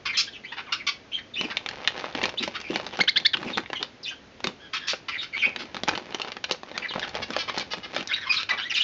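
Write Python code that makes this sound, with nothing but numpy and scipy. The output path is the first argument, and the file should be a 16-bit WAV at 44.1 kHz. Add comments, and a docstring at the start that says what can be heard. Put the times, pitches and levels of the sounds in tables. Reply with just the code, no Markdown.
"""Budgerigar warble comes first, from across a small, quiet room: slurred whistles, buzzes and rasps,
made by the membrane of the syrinx and shaped by the throat. Then, close to the hand-held microphone,
a budgerigar steps about and pecks on crumpled foil in a plastic tub: creases snap, the sheet rustles
and sags, the tub knocks hollowly. About three seconds in, this near bird yips five times at a finger."""
import sys
import numpy as np
from scipy import signal
from scipy.fft import rfft, irfft, next_fast_len
from scipy.io import wavfile
from scipy.ndimage import uniform_filter1d

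SR = 44100
rng = np.random.default_rng(int(sys.argv[2]) if len(sys.argv) > 2 else 0)


def unload_wav(signal):
    """Save mono or channel-first audio to the path in sys.argv[1] as 16-bit WAV at rate SR, clipped to [-1, 1]."""
    wavfile.write(
        sys.argv[1],
        SR,
        np.round(np.clip(np.atleast_2d(signal).T, -1, 1) * 32767).astype(np.int16),
    )


N = 389403
TIME = np.arange(N) / SR
EDGE_HZ = 7500  # top of the band at the microphone

# Levels are relative: each source's gain, the tub and the room act on them afterwards.
# creases under beak and claws: (time [s], crack level [dB], thud re crack [dB], edge re crack [dB])
SNAPS = [(1.4121, -27, -5, -7.5), (1.5704, -18.5, -29, -12.5), (1.6621, -27.5, -13, -8),
         (1.689, -29.5, -18, -3.5), (1.712, -35.5, -9, -7.5), (1.8492, -29.5, -18, -25),
         (1.8756, -16, -19.5, -9.5), (2.042, -34.5, 8, -16), (2.1508, -26.5, -14.5, -10),
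         (2.2166, -28.5, -7, -20), (2.2326, -41, 20, 11.5), (2.2386, -18, -25, -13),
         (2.2561, -27.5, 0, 1.5), (2.2932, -34, -18, -2), (2.4777, -34.5, 3.5, -0.5),
         (2.6024, -38, -22, -1), (2.6142, -37, -14, 0), (2.7592, -20.5, -12, -10), (2.7993, -34.5, 2, -11),
         (2.8663, -36, 4.5, -0.5), (2.972, -38.5, -7, 0), (2.991, -32.5, 5, -4), (3.009, -29.5, 1, -14),
         (3.037, -37, 4, -1), (3.201, -35, -16, -8), (3.352, -40, 8.5, -10), (3.3708, -32, -8, -8),
         (3.4294, -32, -2, -14), (3.5746, -27.5, 2, -4), (3.5813, -20.5, -11.5, -15),
         (3.6604, -34.5, -22, -25), (3.7016, -39, 4.5, -11), (3.732, -29, 2, -8.5),
         (3.8285, -24.5, -17.5, -6), (4.4046, -40.5, -8, -6), (4.4431, -23, -8, -4.5),
         (4.4713, -26, -9, -4), (4.934, -31.5, -3.5, -8), (4.9397, -27, -16, -28), (5.37, -31, -10, -17),
         (5.379, -29.5, -14, -15), (5.562, -28.5, -15, -7), (5.746, -32, -9, -6), (5.7678, -31.5, -4, -6),
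         (5.835, -29.5, -1, 0.5), (5.879, -28.5, 2.5, -13), (5.885, -21.5, -6.5, -0.5),
         (5.892, -22, -9, -8), (5.936, -39.5, 11.5, -5), (5.9528, -28.5, -23, -12), (5.9768, -31, -1, -4.5),
         (6.1245, -37, -11, -11), (6.1465, -25, -3, -0.5), (6.1989, -36, 6, -4), (6.2173, -25.5, -37, -7),
         (6.2478, -36.5, 1, -11), (6.2773, -38, -4, -17), (6.3197, -30.5, -16, -9.5),
         (6.3681, -38.5, 8, -5), (6.4418, -16.5, -23, -12), (6.5116, -24.5, -4, -0.5),
         (6.5212, -35.5, -23, 15), (6.6333, -42.5, 7.5, -3.5), (6.7785, -28.5, -13, -1),
         (6.938, -30.5, -10, -13), (6.9599, -35, 11.5, -20), (6.9812, -42, 16, -15),
         (6.9956, -32.5, -14, 1), (7.0764, -35.5, -5, -18), (7.093, -49, -10, 13.5), (7.1522, -33, 0, 1.5),
         (7.3051, -35.5, 2, -1.5), (7.3349, -32.5, -27, -4), (7.3654, -26.5, 2, -4.5),
         (7.4974, -32, -2.5, -7), (7.576, -30, 4, -10), (7.5818, -30, -12, 5), (7.5972, -33, -27, 2),
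         (7.7357, -28, -5.5, -12), (7.952, -34, -20, -6), (7.9644, -24.5, -4.5, -8),
         (8.0086, -31, -16, -13), (8.0273, -35.5, -8.5, -6), (8.0744, -45.5, -6, 13.5),
         (8.4318, -29, -16.5, -7)]
# colour of a foil snap: (frequency [Hz], level [dB])
SNAP_SPECTRUM = [(30, -29.5), (110, -13.5), (220, -5.5), (900, 1), (1400, 0.5), (2300, -0.5), (4000, 0.5),
                 (5300, -3.5), (6500, -12), (7500, -25)]
# steps and tugs on the foil: (time [s], length [s], crumpling level [dB], sag level [dB])
STEPS = [(1.41, 0.082, -42, -38), (1.72, 0.2, -42.5, -49), (1.95, 0.076, -37.5, -44.5),
         (2.04, 0.056, -39.5, -45), (2.158, 0.056, -34.5, -41), (2.23, 0.036, -35.5, -34),
         (2.41, 0.026, -42.5, -34), (2.475, 0.0092, -44, -43), (2.71, 0.063, -36.5, -32),
         (2.81, 0.082, -45, -39), (2.937, 0.011, -38, -41), (2.99, 0.014, -39, -38),
         (3.16, 0.059, -44, -43.5), (3.35, 0.11, -44, -38.5), (3.45, 0.063, -36.5, -33.5),
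         (3.565, .03, -47, -32.5), (3.72, .02, -55, -47), (3.808, 0.016, -37.5, -39),
         (4.445, 0.038, -42, -32), (5.47, 0.015, -38, -35.5), (5.557, .012, -45, -37),
         (5.6, 0.031, -42, -34), (5.75, 0.033, -42, -42), (5.885, 0.086, -35, -33.5), (5.97, .15, -46, -47),
         (6.145, 0.015, -40, -51), (6.195, 0.097, -38.5, -49), (6.5, 0.032, -34.5, -48),
         (6.74, 0.083, -42.5, -45), (6.945, 0.14, -39.5, -42), (7.145, 0.087, -37, -40),
         (7.295, 0.028, -41.5, -33.5), (7.366, 0.018, -35, -37), (7.487, 0.013, -39, -52),
         (7.545, .07, -36, -43), (7.775, 0.0098, -41, -37), (7.935, 0.077, -39.5, -34.5),
         (8.52, .055, -37.5, -53)]
# bouts of fidgeting: (start [s], end [s], crumpling level [dB])
BOUTS = [(1.367, 3.053, -49), (3.344, 3.857, -56), (5.351, 6.379, -53), (6.667, 8.068, -49)]
# colour of the tiny creases: (frequency [Hz], level [dB])
CRUMPLE_SPECTRUM = [(200, -15.5), (450, 6), (800, 6), (1500, 3), (2500, 3), (4200, -5), (6000, -13.5),
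                    (7500, -36.5)]
# colour of the sagging sheet: (frequency [Hz], level [dB])
SAG_SPECTRUM = [(60, -30), (130, -5), (230, 5), (360, 4), (520, -11), (1000, -32)]
# feet and beak knocking the tub: (time [s], level [dB], ring frequency [Hz])
KNOCKS = [(1.41, -25.5, 191), (1.451, -16.5, 305), (2.151, -16, 290), (2.435, -18.5, 291),
          (2.477, -23, 573), (2.701, -12.5, 340), (2.996, -24, 472), (3.007, -20.5, 210), (3.465, -15, 248),
          (3.571, -17, 232), (4.444, -18, 372), (4.472, -21.5, 180), (4.933, -19, 545), (5.474, -28, 540),
          (5.932, -24, 306), (6.953, -23, 530), (7.15, -22, 610), (7.965, -20, 542)]
# hollow of the tub and foil tent: (frequency [Hz], width [Hz], level [dB])
TUB_MODES = [(355.3, 12, -5), (514.6, 39, 0), (810, 110, -7), (2220, 59, -15), (3650, 90, -12)]
# yips at the microphone: (time [s], length [s], five evenly spaced pitches [Hz], level [dB],
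# octave re fundamental [dB], swell [0 flat to 2 pointed], roughness [0-1])
YIPS = [(3.001, 0.021, 1280, 1627, 2130, 2250, 2170, -21.5, -1, 0.36, 0.28),
        (3.075, .026, 1600, 1450, 1900, 2240, 2030, -26, 7.5, 0.65, 0.59),
        (3.158, 0.027, 1500, 1580, 1866, 2086, 2240, -27.5, 9, 0.74, 0.6),
        (3.247, 0.027, 1370, 1790, 1780, 2260, 2120, -25.5, 9, 1.6, 0.42),
        (3.333, 0.019, 1840, 1730, 1600, 1495, 1370, -28, 7.5, 0.63, 0.68)]
# throat resonances in a yip: (frequency [Hz], width [Hz], level [dB])
YIP_MODES = [(2130, 130, -0.5), (4750, 63, -4)]
# far whistles: (time [s], length [s], start pitch [Hz], middle pitch [Hz], end pitch [Hz], level [dB])
WHISTLES = [(0.08, 0.036, 2664, 2390, 2300, -31), (0.128, 0.03, 2240, 2030, 1920, -34.5),
            (0.142, 0.03, 3970, 3320, 2850, -34.5), (0.273, 0.018, 1710, 1600, 1810, -43.5),
            (.325, 0.047, 3690, 2930, 2570, -42.5), (0.438, 0.022, 2180, 2090, 2520, -39.5),
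            (0.458, 0.075, 3030, 3260, 3650, -46), (0.661, 0.057, 1688, 1050, 1450, -45),
            (0.793, 0.031, 2680, 2200, 1780, -40), (1.117, 0.057, 2810, 3136, 2980, -33.5),
            (1.174, .028, 2110, 2017, 1710, -41), (1.337, 0.027, 3590, 3500, 3750, -37.5),
            (1.358, 0.061, 2240, 2930, 2955, -32), (1.433, 0.027, 2875, 2570, 2310, -35.5),
            (2.374, 0.025, 3050, 3690, 3880, -29), (2.394, .045, 2580, 2560, 2350, -39.5),
            (2.629, 0.096, 2660, 2450, 3280, -41.5), (2.737, 0.02, 3330, 2770, 2250, -35),
            (2.918, 0.052, 3300, 2890, 2730, -47), (3.464, 0.035, 2580, 2530, 2200, -38.5),
            (3.53, 0.029, 4100, 3450, 3540, -35.5), (3.741, .036, 2200, 2050, 2090, -44),
            (3.753, 0.027, 3230, 2994, 3050, -33.5), (3.789, .026, 3140, 3300, 3320, -43),
            (4.03, 0.044, 5100, 3890, 3320, -36.5), (4.059, 0.045, 2423, 2694, 3550, -34),
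            (4.106, 0.027, 1720, 1506, 1420, -44.5), (4.599, 0.092, 1560, 1655, 1520, -54.5),
            (4.808, 0.094, 1652, 1704, 1530, -44), (5.106, 0.068, 2366, 2387, 1760, -33.5),
            (5.177, 0.047, 3720, 3690, 3740, -35.5), (5.327, .05, 2444, 2138, 2510, -34),
            (5.383, .056, 3010, 2984, 2450, -32), (5.42, .047, 2650, 2280, 2850, -21.5),
            (6.74, 0.033, 1730, 1853, 1720, -44), (6.819, 0.048, 2645, 2210, 1690, -33),
            (6.883, .045, 4210, 3510, 2630, -36), (7.02, 0.029, 1566, 1693, 1260, -34.5),
            (8.085, 0.044, 1810, 1673, 1260, -35), (8.109, 0.033, 1943, 2440, 3250, -30.5),
            (8.135, 0.012, 3750, 3930, 3550, -22), (8.157, 0.031, 1975, 1907, 1680, -34.5),
            (8.203, 0.056, 1926, 1780, 1395, -39.5), (8.364, 0.021, 4160, 3920, 3650, -25.5),
            (8.503, 0.017, 1920, 1974, 1830, -25.5), (8.516, 0.029, 1230, 1150, 1177, -32.5),
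            (8.575, 0.026, 1780, 1505, 1340, -35), (8.61, 0.036, 2940, 3354, 3670, -33.5),
            (8.637, 0.048, 1770, 1920, 2120, -41), (8.697, 0.031, 2870, 2630, 1900, -28.5),
            (8.74, 0.052, 3355, 2680, 2400, -27), (8.751, 0.036, 4410, 3930, 3620, -29.5),
            (8.797, 0.035, 3220, 3065, 4430, -25.5)]
# the throat favours 2-4 kHz, so low whistles have a strong octave: (pitch [Hz], octave level [dB])
WHISTLE_OCTAVE = [(1150, -3), (1550, 1), (2000, -9), (2280, -24.5), (2650, -9), (3200, -26), (4000, -19.5)]
# far rasps and buzzes:
# (time [s], length [s], pulse rate [Hz], level [dB], roughness [about 0-1], tilt [dB/octave])
RASPS = [(0.053, .03, 937, -30, 0.77, -3), (0.168, 0.053, 1244, -22.5, 0.77, 8),
         (0.519, 0.03, 865, -38.5, 0.57, -9), (0.566, 0.046, 753, -36, 0.69, -9.5),
         (0.721, 0.027, 1258, -26, .73, -1.5), (0.866, 0.034, 1209, -25.5, 0.73, 1),
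         (1.499, 0.027, 814, -34, 0.84, -8.5), (2.425, 0.017, 1100, -28, 1.01, -1.5),
         (2.54, 0.033, 622, -33.5, 0.62, -6), (4.729, 0.057, 867, -31.5, 0.84, -2.5),
         (4.869, 0.055, 864, -28.5, 1.03, 3), (5.083, 0.02, 957, -30.5, 0.8, -4),
         (5.21, 0.046, 763, -38.5, 0.73, -1), (5.585, 0.048, 699, -39.5, 0.67, -1),
         (7.219, 0.023, 555, -34, .13, 0), (7.312, 0.07, 608, -42, 0.49, -5),
         (7.383, 0.047, 331, -32.5, 0.12, 1), (7.476, 0.038, 997, -35, 0.57, -5),
         (7.539, .028, 740, -43.5, 0.4, 1), (7.595, 0.03, 743, -36, 0.52, -1),
         (7.705, .044, 417, -36, 0.18, 1.5), (7.828, 0.036, 418.4, -39, .14, -4),
         (7.964, 0.048, 607, -38.5, 0.6, -3), (8.254, 0.063, 950, -36.5, 0.47, -8),
         (8.293, 0.042, 2443, -24, 0.1, -0.5), (8.317, .05, 1203, -30.5, 0.77, -0.5),
         (8.369, 0.061, 1228, -34, 0.77, -3), (8.488, 0.025, 862, -29, 0.79, -7),
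         (8.591, 0.029, 738, -33.5, 0.65, -7.5), (8.755, 0.079, 1178, -37.5, 0.87, .5)]
# colour of the throat in a rasp: (frequency [Hz], level [dB])
RASP_THROAT = [(400, -44), (750, -22), (1150, -3.5), (1800, -3), (2600, 2), (3500, -0.5), (4300, -2),
               (5100, -1.5), (6200, -12.5), (7500, -24.5)]
# beak and throat damping the highest overtones: (frequency [Hz], gain [dB])
BEAK = [(1000, 0), (5200, -1), (6200, -3.5), (7500, -13.5)]
# decay of the small room: (frequency [Hz], time to fall 60 dB [s])
ROOM_DECAY = [(150, 0.19), (600, 0.16), (2000, 0.23), (4000, 0.22), (7500, 0.2)]
# colour of the room air: (frequency [Hz], level [dB])
AIR_SPECTRUM = [(20, -25.5), (70, -4.5), (250, 6.5), (500, 2.5), (1000, -4), (2500, -5), (4500, -11),
                (6500, -16.5), (7500, -35.5)]
# rumble of the hand on the microphone: (time [s], level [dB])
HANDLING_LEVELS = [(0.0, -53), (0.29, -63.5), (2.14, -57), (2.21, -49), (2.33, -57.5), (3.34, -60.5),
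                   (3.56, -55.5), (4.08, -66), (4.5, -57), (4.52, -63), (5.75, -59.5), (5.95, -47),
                   (5.98, -63.5), (6.88, -64.5), (7.21, -45), (7.3, -57.5), (8.63, -60.5), (8.83, -64)]
# colour of that rumble: (frequency [Hz], level [dB])
HANDLING_SPECTRUM = [(20, -17), (45, -2.5), (80, 4.5), (130, 2.5), (250, -20), (600, -56.5)]


def foil_snaps(rattle=0.11, rattle_s=0.0028, shiver=0.011, shiver_s=0.019, gain_db=1.5):
    """A crease gives slightly, then flips with one click; its neighbours rattle and the sheet shivers."""
    out, t = np.zeros(N), np.arange(3000) / SR
    hz = np.fft.rfftfreq(2048, 1 / SR)
    centres_hz = np.array([330, 1050, 2800, 5300])  # thud, body, crack, edge
    widths_hz = np.array([500, 1100, 2500, 2200])
    for s, db, thud_db, edge_db in list(SNAPS) + foil_ticks():
        body_db = 0.56 * thud_db - 1
        bands_db = db + gain_db + np.array([thud_db - 2.5, body_db, 0, edge_db])
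        density = np.c_[centres_hz, bands_db - 10 * np.log10(2 * widths_hz / SR)]
        click = shortest_click(at_hz(density, hz) + at_hz(SNAP_SPECTRUM, hz) + foil_facet(hz))
        neighbours = unit_rms(rng.standard_normal(len(t)) * (rng.random(len(t)) < .15))
        flips = neighbours * (rattle * np.exp(-t / rattle_s) + shiver * np.exp(-t / shiver_s))
        flips[0] = 1  # the main flip
        click *= np.sqrt(.006 * SR) / np.linalg.norm(flips)
        add(out, s, signal.fftconvolve(flips, click))
        add(out, s - rng.uniform(.0005, .0015), 0.22 * click)  # the give just before it
    return out


def foil_ticks(per_s=9, tries=60, edge_db=-8):
    """Small creases snap at random while the bird fidgets; gives rows like those of SNAPS."""
    rows = []
    for start, end, _ in BOUTS:
        for when, size, thud, chance in rng.random((tries, 4)):
            if chance < per_s * (end - start) / tries:
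                crack_db = -44.5 + 1.5 * (2 * size - 1)
                thud_db = 1 + 9 * (2 * thud - 1)
                rows.append((start + when * (end - start), crack_db, thud_db, edge_db))
    return rows


def foil_facet(hz, ripple_db=6, count=26):
    """Each facet of foil has its own irregular peaks and dips, in dB."""
    ripple = np.interp(hz, np.linspace(0, EDGE_HZ, count), rng.uniform(-1, 1, count))
    return ripple_db * (ripple - .15)


def foil_rustle(swarm_per_s=600, spread_db=6, crumple_gain_db=-0.5, sag_gain_db=-5):
    """Swarms of tiny creases, dull or bright, and the soft sag of the sheet under the bird's weight."""
    crumple, sag = np.zeros(N), np.zeros(N)
    fidgets = [(start, end - start, db, db - 2) for start, end, db in BOUTS]
    for s, length, crumple_db, sag_db in list(STEPS) + fidgets:
        load = foil_load(s, length)
        crumple = np.maximum(crumple, load * amp(crumple_db + crumple_gain_db))
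        sag = np.maximum(sag, load * amp(sag_db + sag_gain_db))
    grains = 0
    for tilt_db in (-4, 0, 4):
        sizes = amp(spread_db * np.minimum(rng.exponential(1, N), 4)) * rng.choice([-1, 1], N)
        grains += coloured(sizes * sparse(N, swarm_per_s), CRUMPLE_SPECTRUM, tilt_db)
    flex = coloured(rng.standard_normal(N) * amp(3 * wander(N, hz=30)), SAG_SPECTRUM)
    return unit_rms(grains) * crumple + flex * sag


def foil_load(s, length, press_s=0.016, relax_s=0.021):
    """The foil gives quickly under a step, holds, then settles more slowly."""
    rise = np.clip((TIME - s) / press_s + 1, 0, 1)
    return rise * np.exp(-np.maximum(TIME - s - length, 0) / relax_s)


def tub_knocks(ring_s=0.0063, rise_s=0.0021, upper_ratio=1.4, upper_db=-9, gain_db=-2):
    """Struck by a foot or the beak, the thin tub gives a short, hollow ring."""
    out, t = np.zeros(N), np.arange(3000) / SR
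    for s, db, hz in KNOCKS:
        ring = np.sin(2 * np.pi * hz * t) + amp(upper_db) * np.sin(2 * np.pi * hz * upper_ratio * t)
        add(out, s, amp(db + gain_db) * ring * np.exp(-t / ring_s) * (1 - np.exp(-t / rise_s)))
    return out


def yips(third_db=-12, fourth_db=-21):
    """Short, sharp scolding notes with a strong octave, ringing in the near bird's throat."""
    out = np.zeros(N)
    for s, length, *pitches, db, octave_db, sharp, rough in YIPS:
        u = np.linspace(0, 1, round(length * SR))
        glide = uniform_filter1d(np.interp(u, np.linspace(0, 1, len(pitches)), pitches), size=120)
        hz = glide * (1 + .11 * rough * wander(len(u), hz=900))
        tone = syrinx(hz, amp([0, octave_db, third_db, fourth_db]))
        breath = swell(u, crest=0.53, sharp=sharp) * (1 + 0.4 * rough * wander(len(u), hz=500))
        add(out, s, amp(db) * np.sqrt(2) * unit_rms(breath) * tone)
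    return resonate(out, YIP_MODES)


def whistles(jitter=.2, flutter=.008, shimmer=0.56, fray=1.56):
    """Slurred notes from an unsteady membrane: held and rising ones are cleaner, falling ones fray."""
    out = np.zeros(N)
    for s, length, start, middle, end, db in WHISTLES:
        u = np.linspace(0, 1, round(length * SR))
        fall_octaves = np.clip(np.log2(start / end), 0, .5)
        rough = 0.18 + .25 * fall_octaves
        glide = np.polyval(np.polyfit([0, .5, 1], [start, middle, end], 2), u)
        hz = glide * (1 + jitter * rough * wander(len(u), hz=380) + flutter * wander(len(u), hz=110))
        octave_db = at_hz(WHISTLE_OCTAVE, middle)
        tone = syrinx(hz, amp([0, octave_db, octave_db - 11]))
        unsteady = shimmer * wander(len(u), hz=200) + fray * wander(len(u), hz=900)
        breath = swell(u, crest=0.58, sharp=0.34) * (1 + rough * unsteady)
        add(out, s, amp(db) * np.sqrt(2) * unit_rms(breath) * tone)
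    return out


def rasps(jitter=0.1512, arch=0.0804, drift=0.036, sag=0.046, hiss=1.41, catch_db=3):
    """Uneven pulses and breath noise pass through the throat; the pitch sags and the breath catches."""
    out = np.zeros(N)
    for s, length, rate, db, rough, tilt_db in RASPS:
        u = np.linspace(0, 1, round(length * SR))
        waver = arch * np.sin(np.pi * u) + drift * wander(len(u), hz=61)
        waver += jitter * wander(len(u), hz=248)
        hz = rate * (1 + sag * (.5 - u) + rough * waver)
        pulses = unit_rms(syrinx(hz, np.ones(int(EDGE_HZ / rate)), smear=0.98))
        noise_share = np.clip(hiss * rough ** 2.5, 0, 1)
        drive = np.sqrt(1 - noise_share) * pulses + np.sqrt(noise_share) * rng.standard_normal(len(u))
        breath = swell(u, crest=0.35, sharp=0.66) * amp(catch_db * wander(len(u), hz=180))
        add(out, s, amp(db) * unit_rms(coloured(drive, RASP_THROAT, tilt_db) * breath))
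    return out


def syrinx(hz, gains, smear=0):
    """Harmonics of a vibrating membrane on a pitch curve; smear spreads each pulse over its cycle."""
    phase = 2 * np.pi * np.cumsum(hz) / SR
    lags = 2 * np.pi * smear * rng.random(len(gains))
    return sum(gain * amp(at_hz(BEAK, k * abs(hz))) * np.sin(k * phase + lag)
               for k, (gain, lag) in enumerate(zip(gains, lags), 1))


def swell(u, crest, sharp):
    """Breath of one note: rises to its crest and falls away as u runs from 0 to 1."""
    return abs(np.sin(np.pi * np.interp(u, [0, crest, 1], [0, .5, 1]))) ** sharp


def resonate(x, modes):
    """A hollow, tub or throat, rings along with the sound in it."""
    return x + sum(amp(db) * signal.lfilter(*signal.iirpeak(hz, hz / width, SR), x)
                   for hz, width, db in modes)


def across_room(x, directions=3, turn_s=.45):
    """The far bird turns its head, so the reflections at the microphone change from note to note."""
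    reflections = 0
    for k in range(directions):
        facing = np.cos(np.pi * (TIME / turn_s + k / directions)) * np.sqrt(2 / directions)
        reflections += room(x * facing, early_db=-2.5, tail_db=-5, early_s=0.0041)
    return amp(-0.5) * x + reflections


def room(x, early_db, tail_db, early_s=0.0047):
    """Reflections from nearby surfaces, then the short diffuse tail of a small room."""
    t = np.arange(SR // 2) / SR
    taps = rng.choice([-1., 1.], len(t)) * sparse(len(t), per_s=3000) * (t > .005)
    hz, frame_s, spectra = signal.stft(taps, SR, nperseg=256)
    decay = amp(-60 * frame_s / at_hz(ROOM_DECAY, hz)[:, None])
    tail = signal.istft(spectra * decay, SR, nperseg=256)[1][:len(t)]
    early = rng.standard_normal(len(t)) * sparse(len(t), per_s=1500) * (t > .001)
    early *= np.exp(-t / early_s)
    echo = amp(early_db) * early / np.linalg.norm(early) + amp(tail_db) * tail / np.linalg.norm(tail)
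    return signal.oaconvolve(x, echo)[:N]


def background(air_db=-51.5, rumble_gain_db=-1):
    """Faint room air and the rumble of a hand-held microphone."""
    air = amp(air_db) * coloured(rng.standard_normal(N), AIR_SPECTRUM)
    handling = amp(np.interp(TIME, *np.transpose(HANDLING_LEVELS)) + rumble_gain_db)
    return air + handling * coloured(rng.standard_normal(N), HANDLING_SPECTRUM)


def amp(db):
    """Decibels to gain."""
    return 10 ** (np.asarray(db) / 20)


def unit_rms(x):
    """Scales to rms 1."""
    return x / np.sqrt(np.mean(x ** 2) + 1e-20)


def at_hz(points, hz):
    """Reads a table on a log-frequency axis."""
    f, value = np.transpose(points)
    return np.interp(np.log(hz + 1), np.log(f + 1), value)


def add(mix, s, sound):
    """Mixes a sound in at time s."""
    part = mix[max(round(s * SR), 0):][:len(sound)]
    part += sound[:len(part)]


def coloured(x, points, tilt_db=0):
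    """Filters x by a spectrum, tilted per octave above 1 kHz; comes out at rms 1."""
    size = next_fast_len(len(x), True)
    hz = np.fft.rfftfreq(size, 1 / SR)
    gain = amp(at_hz(points, hz) + tilt_db * np.log2(np.maximum(hz, 1000) / 1000))
    return unit_rms(irfft(rfft(x, size) * gain, size)[:len(x)])


def sparse(size, per_s):
    """Random impulses, on average per_s a second."""
    return rng.random(size) < per_s / SR


def wander(size, hz):
    """Smooth random motion of rms about 1, moving up to about hz times a second."""
    f = np.fft.rfftfreq(next_fast_len(size + 4096), 1 / SR)
    spectrum = rng.standard_normal(len(f)) + 1j * rng.standard_normal(len(f))
    return unit_rms(irfft(spectrum / (1 + (f / hz) ** 4)))[:size]


def shortest_click(db):
    """The minimum-phase click that has this spectrum."""
    log_gain = np.log(amp(np.r_[db, db[-2:0:-1]]))
    return np.fft.ifft(np.exp(np.conj(signal.hilbert(log_gain)))).real


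def scene():
    """Foil and yips are close to the microphone and almost dry; the far warble carries much more room."""
    foil = amp(-0.5) * resonate(foil_snaps() + tub_knocks() + foil_rustle(), TUB_MODES)
    scolding = yips()
    close = foil + room(foil, early_db=-13, tail_db=-14)
    close += scolding + room(scolding, early_db=-17, tail_db=-16)
    warble = across_room(whistles() + rasps())
    return (close + warble + background())[None]


def record(dry, ceiling=.8):
    """The microphone chain rounds off the sharpest peaks and cuts the treble above EDGE_HZ."""
    limited = dry / (1 + (dry / ceiling) ** 4) ** .25
    lowpass = signal.firwin(201, EDGE_HZ, window=("kaiser", 8), fs=SR)
    return signal.oaconvolve(limited, lowpass[None], "same")


dry = scene()
out = record(dry)
unload_wav(out)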